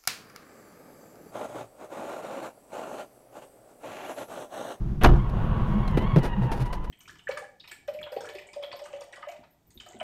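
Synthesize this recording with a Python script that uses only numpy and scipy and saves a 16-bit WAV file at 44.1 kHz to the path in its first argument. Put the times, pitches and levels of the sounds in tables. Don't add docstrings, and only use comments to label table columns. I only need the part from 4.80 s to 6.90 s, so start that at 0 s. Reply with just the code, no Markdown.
import sys
import numpy as np
from scipy import signal
from scipy.fft import rfft, irfft
from scipy.io import wavfile
from scipy.ndimage import uniform_filter1d

SR = 44100
rng = np.random.default_rng(int(sys.argv[2]) if len(sys.argv) > 2 else 0)


def file_out(sig):
    cols = np.atleast_2d(sig).T
    lim = np.clip(cols, -1, 1)
    pcm = np.round(lim * 32767).astype(np.int16)
    wavfile.write(sys.argv[1], SR, pcm)


N = 92610
T = np.arange(N) / SR


def from_db(db):
    return 10 ** (np.asarray(db) / 20)


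def rms_one(x):
    return x / np.sqrt(np.mean(x ** 2) + 1e-20)


def in_time(rows):
    times, *columns = np.transpose(rows)
    return [np.interp(T, times, column) for column in columns]


def drift(rate_hz):
    step, warm_up = 40, 2000
    r = np.exp(-2 * np.pi * rate_hz * step / SR)
    chance = rng.standard_normal(N // step + warm_up + 2)
    slow = signal.lfilter([1], [1, -2 * r, r * r], chance)[warm_up:]
    return np.interp(np.arange(N) / step, np.arange(len(slow)), rms_one(slow))


def colour(x, points):
    size = 2 ** 17
    hz = np.maximum(np.arange(size // 2 + 1) * SR / size, 1)
    knots, db = np.transpose(points)
    bass_cut = np.minimum(hz / knots[0], 1) ** 2
    gain = rms_one(from_db(np.interp(np.log(hz), np.log(knots), db)) * bass_cut)
    cepstrum = irfft(np.log(gain + 1e-9))
    cepstrum[1:size // 2] *= 2
    cepstrum[size // 2 + 1:] = 0
    return irfft(rfft(x, size) * np.exp(rfft(cepstrum)))[:N]


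def noise(points):
    x = colour(rng.standard_normal(N), points)
    return x / np.sqrt(uniform_filter1d(x * x, size=4000) + 1e-12)


def grains(per_s, spread_db):
    sizes = from_db(spread_db * np.minimum(rng.exponential(1, N), 4))
    signs = rng.choice([-1, 1], N)
    return rms_one(sizes * signs * (rng.random(N) < per_s / SR))


def strikes(rows):
    out = np.zeros(N)
    for time, db in rows:
        out[int(time * SR)] += from_db(db)
    return out


def ring(x, hz, ring_s):
    r, w = from_db(-60 / (ring_s * SR)), 2 * np.pi * hz / SR
    return signal.lfilter([0, np.sin(w)], [1, -2 * r * np.cos(w), r * r], x + 1e-18)


def burst(start, rise, hold, fade):
    return np.clip((T - start) / rise, 0, 1) * np.exp(-np.maximum(T - start - hold, 0) / fade)


# (frequency [Hz], level [dB])
ROAD_COLOUR = [(17, 3), (26, 1.5), (36, -1), (48, 2), (62, -11.5), (85, -20.5), (160, -17.5), (250, -31),
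               (340, -22), (480, -38.5), (900, -38), (2000, -52.5), (4500, -63), (6500, -64.5),
               (9000, -74.5), (14000, -70)]
# (time [s], level [dB])
ROAD_LOUDNESS = [(0, -28), (.2, -30.5), (.45, -27), (1.2, -26), (1.5, -29), (2.1, -30)]


def road():
    return from_db(in_time(ROAD_LOUDNESS)[0]) * noise(ROAD_COLOUR)


# (time [s], rumble level [dB], rasp level [dB])
SCRUB_LOUDNESS = [(.22, -32, -74), (.36, -24.5, -50.5), (.49, -36, -43), (.58, -26.5, -38), (.8, -26, -38),
                  (1.05, -28.5, -41.5), (1.25, -29, -39.5), (1.5, -34.5, -45), (1.72, -34, -41.5),
                  (1.88, -39, -48.5), (2.1, -47, -51.5)]
# (frequency [Hz], level [dB])
RUMBLE_COLOUR = [(50, -1), (90, 7), (125, 13), (165, 6.5), (210, 8), (270, -10.5), (350, -10), (480, -28),
                 (800, -57)]
RASP_COLOUR = [(300, 1), (520, 3), (750, 1), (1100, 0), (1300, -3), (1600, -6.5), (2200, -19),
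               (2900, -14.5), (4000, -27), (5000, -40.5), (7000, -67), (14000, -62.5)]


def scrub():
    rumble_db, rasp_db = in_time(SCRUB_LOUDNESS)
    rumble = from_db(rumble_db) * noise(RUMBLE_COLOUR)
    grit = from_db(rasp_db) * grains(per_s=6000, spread_db=1.0)
    return rumble + colour(grit, RASP_COLOUR)


# (frequency [Hz], level [dB])
CRUMPLE_COLOUR = [(250, 9), (700, 0.5), (1400, -4), (2200, -7.5), (3400, -7.5), (4600, -28), (7000, -38),
                  (14000, -41)]


def bumper():
    level = from_db(-30.5) * burst(start=.208, rise=.0074, hold=.026, fade=.0094)
    return colour(level * grains(per_s=3500, spread_db=0.5), CRUMPLE_COLOUR)


# (time [s], level [dB])
BUCKLE_LOUDNESS = [(.205, -63.5), (.216, -33.5), (.228, -30), (.238, -22.5), (.2455, -4), (.251, -7),
                   (.256, -14.5), (.261, -9.5), (.268, -22.5), (.285, -25), (.32, -32), (.37, -36),
                   (.48, -61.5), (.6, -76)]
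# (frequency [Hz], level [dB])
BUCKLE_COLOUR = [(90, -8), (150, -4), (280, 5.5), (400, -0.5), (750, -1.5), (1100, -0.5), (1600, -8.5),
                 (2000, -20), (2800, -20), (4500, -30.5), (8000, -41.5), (14000, -48)]


def crush():
    buckles = from_db(in_time(BUCKLE_LOUDNESS)[0]) * grains(per_s=1800, spread_db=2.0)
    ringing = from_db(-10) * buckles.std() * rms_one(cabin_ring(buckles))
    hardest_hit = strikes([(.2445, -24.5)])
    return colour(buckles, BUCKLE_COLOUR) + ringing + cabin_ring(hardest_hit)


# (pitch [Hz], level [dB], ring time [s])
CABIN_TONES = [(281, 8.5, 0.19), (346, 4, 0.41), (437.7, 0, 0.32), (498, -9, 0.1), (519, -3, 0.45),
               (674, 10, 0.13), (752, 9.5, 0.19), (905, 2, 0.16), (961, 12, 0.093), (1218, -34, 0.067),
               (1227, -4.5, 0.4), (1537, -9, 0.1), (1750, -15, 0.36), (2300, -9.5, .1), (2930, 2, .08)]


def cabin_ring(hits):
    return sum(from_db(db) * ring(hits, hz, ring_s) * (-1) ** k
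               for k, (hz, db, ring_s) in enumerate(CABIN_TONES))


# (time [s], level [dB])
PLASTIC_SNAPS = [(.2165, -46), (0.227, -45), (0.2353, -15.5), (0.2438, -18), (0.257, -27), (.2645, -35),
                 (0.273, -30)]
# (frequency [Hz], level [dB])
PLASTIC_COLOUR = [(1500, 9.5), (4000, -13), (5800, -6), (8000, -25), (11000, -9), (13500, -10),
                  (14500, -9.5)]


def snaps():
    level = sum(from_db(db) * burst(time, rise=.00035, hold=.00065, fade=.0025)
                for time, db in PLASTIC_SNAPS)
    return colour(level * rng.standard_normal(N), PLASTIC_COLOUR)


# (time [s], level [dB])
BODY_BLOWS = [(.235, -15), (.2505, -7.5), (.276, -14.5), (.296, -12.5), (.322, -13)]
# (pitch [Hz], level [dB], ring time [s])
BODY_TONES = [(23.8, -3, 0.17), (36.9, 3, .3), (72.3, -3, 0.21), (99, -11, .25), (123.9, -7, 0.57),
              (138.7, -9.5, 0.58), (197, -30.5, 0.22)]


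def boom(soften_above_hz=300):
    soften = signal.butter(1, soften_above_hz, fs=SR, output="sos")
    push = signal.sosfilt(soften, strikes(BODY_BLOWS) + 1e-18)
    return sum(from_db(db) * ring(push, hz, ring_s) for hz, db, ring_s in BODY_TONES)


# (time [s], base pitch [Hz], level [dB], overtone boost [dB])
SQUEAL_PATH = [(.3, 1100, -65, -19), (.4, 1092, -44.5, -0.5), (.55, 1077, -47.5, -23),
               (.85, 1124, -41, -9.5), (1.08, 1070, -42, -3), (1.2, 966, -43, 3.5), (1.28, 1110, -37.5, -2),
               (1.34, 1100, -39.5, -3), (1.42, 958, -43.5, 6), (1.58, 944.5, -42.5, -0.5),
               (1.72, 913.6, -37.5, -7), (1.84, 959, -45.5, -3), (1.92, 978, -41, -7),
               (2.02, 1020, -46.5, -7.5), (2.1, 984, -49, -8)]
# (pitch [times the base pitch], level [dB])
TREAD_RIBS = [(1, 1.5), (0.88, -3), (1.045, -10), (.89, -9)]
RIB_HARMONICS = [-2.5, -11, -15.5, -29]


def squeal():
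    hz, db, boost_db = in_time(SQUEAL_PATH)
    out = 0
    for ratio, rib_db in TREAD_RIBS:
        wobble = 1 + .022 * drift(rate_hz=220) + .011 * drift(rate_hz=18)
        phase = 2 * np.pi * np.cumsum(hz * ratio * wobble) / SR
        tone = sum(from_db(level + boost_db * (k > 0)) * np.sin((k + 1) * phase)
                   for k, level in enumerate(RIB_HARMONICS))
        flutter_db = 4.5 * drift(rate_hz=68)
        out += tone * from_db(db + rib_db + flutter_db)
    return out


# (time [s], clatter level [dB], clunk level [dB], rise [s], hold [s], fade [s])
TRIM_KNOCKS = [(0.493, -47, -42, 0.0011, 0.0053, 0.0058), (1.076, -41, -62, 0.0013, 0.0033, 0.015),
               (1.109, -51, -54, 0.0016, .003, 0.0089), (1.171, -37, -19, 0.0013, 0.0065, 0.011),
               (1.212, -69, -31, 0.0022, 0.014, 0.015), (1.359, -38.5, -17.5, 0.0027, 0.0096, 0.012),
               (1.382, -43, -30, 0.0022, .005, 0.01), (1.425, -38, -29, 0.011, 0.037, 0.016),
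               (1.613, -51.5, -36.5, 0.0099, 0.034, 0.017), (1.713, -36.5, -32, 0.0042, 0.018, 0.016),
               (1.756, -48, -41.5, 0.015, .025, 0.026), (1.795, -42, -42, 0.0094, 0.028, 0.011),
               (1.851, -46, -44, 0.0078, .016, 0.014), (1.925, -37, -42, 0.0037, 0.0094, 0.014),
               (2.038, -49.5, -41, 0.0054, 0.012, 0.01)]
# (frequency [Hz], level [dB])
CLATTER_COLOUR = [(700, 7), (1600, 0), (3000, -8), (4200, -9), (5500, -13), (7700, -21), (9500, -16.5),
                  (12000, -21.5), (15000, -20)]
CLUNK_COLOUR = [(100, -11), (200, 2.5), (350, 4), (480, 1.5), (700, -7.5), (1200, -14), (2500, -24),
                (4000, -32.5), (7000, -48)]


def knocks(rattles_per_s=2200):
    clatter_level = clunk_level = 0
    for time, clatter_db, clunk_db, rise, hold, fade in TRIM_KNOCKS:
        shape = burst(time, rise, hold, fade)
        clatter_level += from_db(clatter_db) * shape
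        clunk_level += from_db(clunk_db) * shape
    clatter = colour(clatter_level * grains(rattles_per_s, spread_db=0.5), CLATTER_COLOUR)
    clunk = colour(clunk_level * grains(rattles_per_s, spread_db=2.0), CLUNK_COLOUR)
    return clatter + clunk


# (middle time [s], pitch [Hz], level [dB], half length [s])
TYRE_HOPS = [(0.926, 118, -23.5, 0.015), (0.962, 204, -19, 0.017), (1.159, 145, -16.5, 0.012),
             (1.244, 205, -23, 0.012), (1.339, 130, -13.5, 0.007), (1.375, 158.9, -6, 0.0071),
             (1.398, 140, -20.5, 0.0069), (1.592, 198, -19, 0.013), (1.635, 124, -18, 0.026),
             (1.827, 124, -19.5, 0.015)]


def judders():
    out = 0
    for time, hz, db, half_length in TYRE_HOPS:
        wobble = 1 + .0294 * drift(rate_hz=26.7)
        phase = 2 * np.pi * np.cumsum(hz * wobble) / SR
        swell = np.exp(-.5 * ((T - time) / half_length) ** 2)
        out += from_db(db) * swell * np.sin(phase)
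    return out


def ping(time_s=1.078, level_db=-43):
    return ring(strikes([(time_s, level_db)]), hz=4100, ring_s=.035)


def scene():
    collision = bumper() + crush() + boom() + snaps()
    return (road() + collision + knocks() + ping() + scrub() + squeal() + judders())[None]


def record(dry, ceiling=0.38, dull_above_hz=14300, cut_above_hz=16500):
    clipped = dry / (1 + (dry / ceiling) ** 12) ** (1 / 12)
    dulled = signal.sosfilt(signal.butter(6, dull_above_hz, fs=SR, output="sos"), clipped)
    return signal.sosfilt(signal.cheby2(14, 70, cut_above_hz, fs=SR, output="sos"), dulled)


dry = scene()
out = record(dry)
file_out(out)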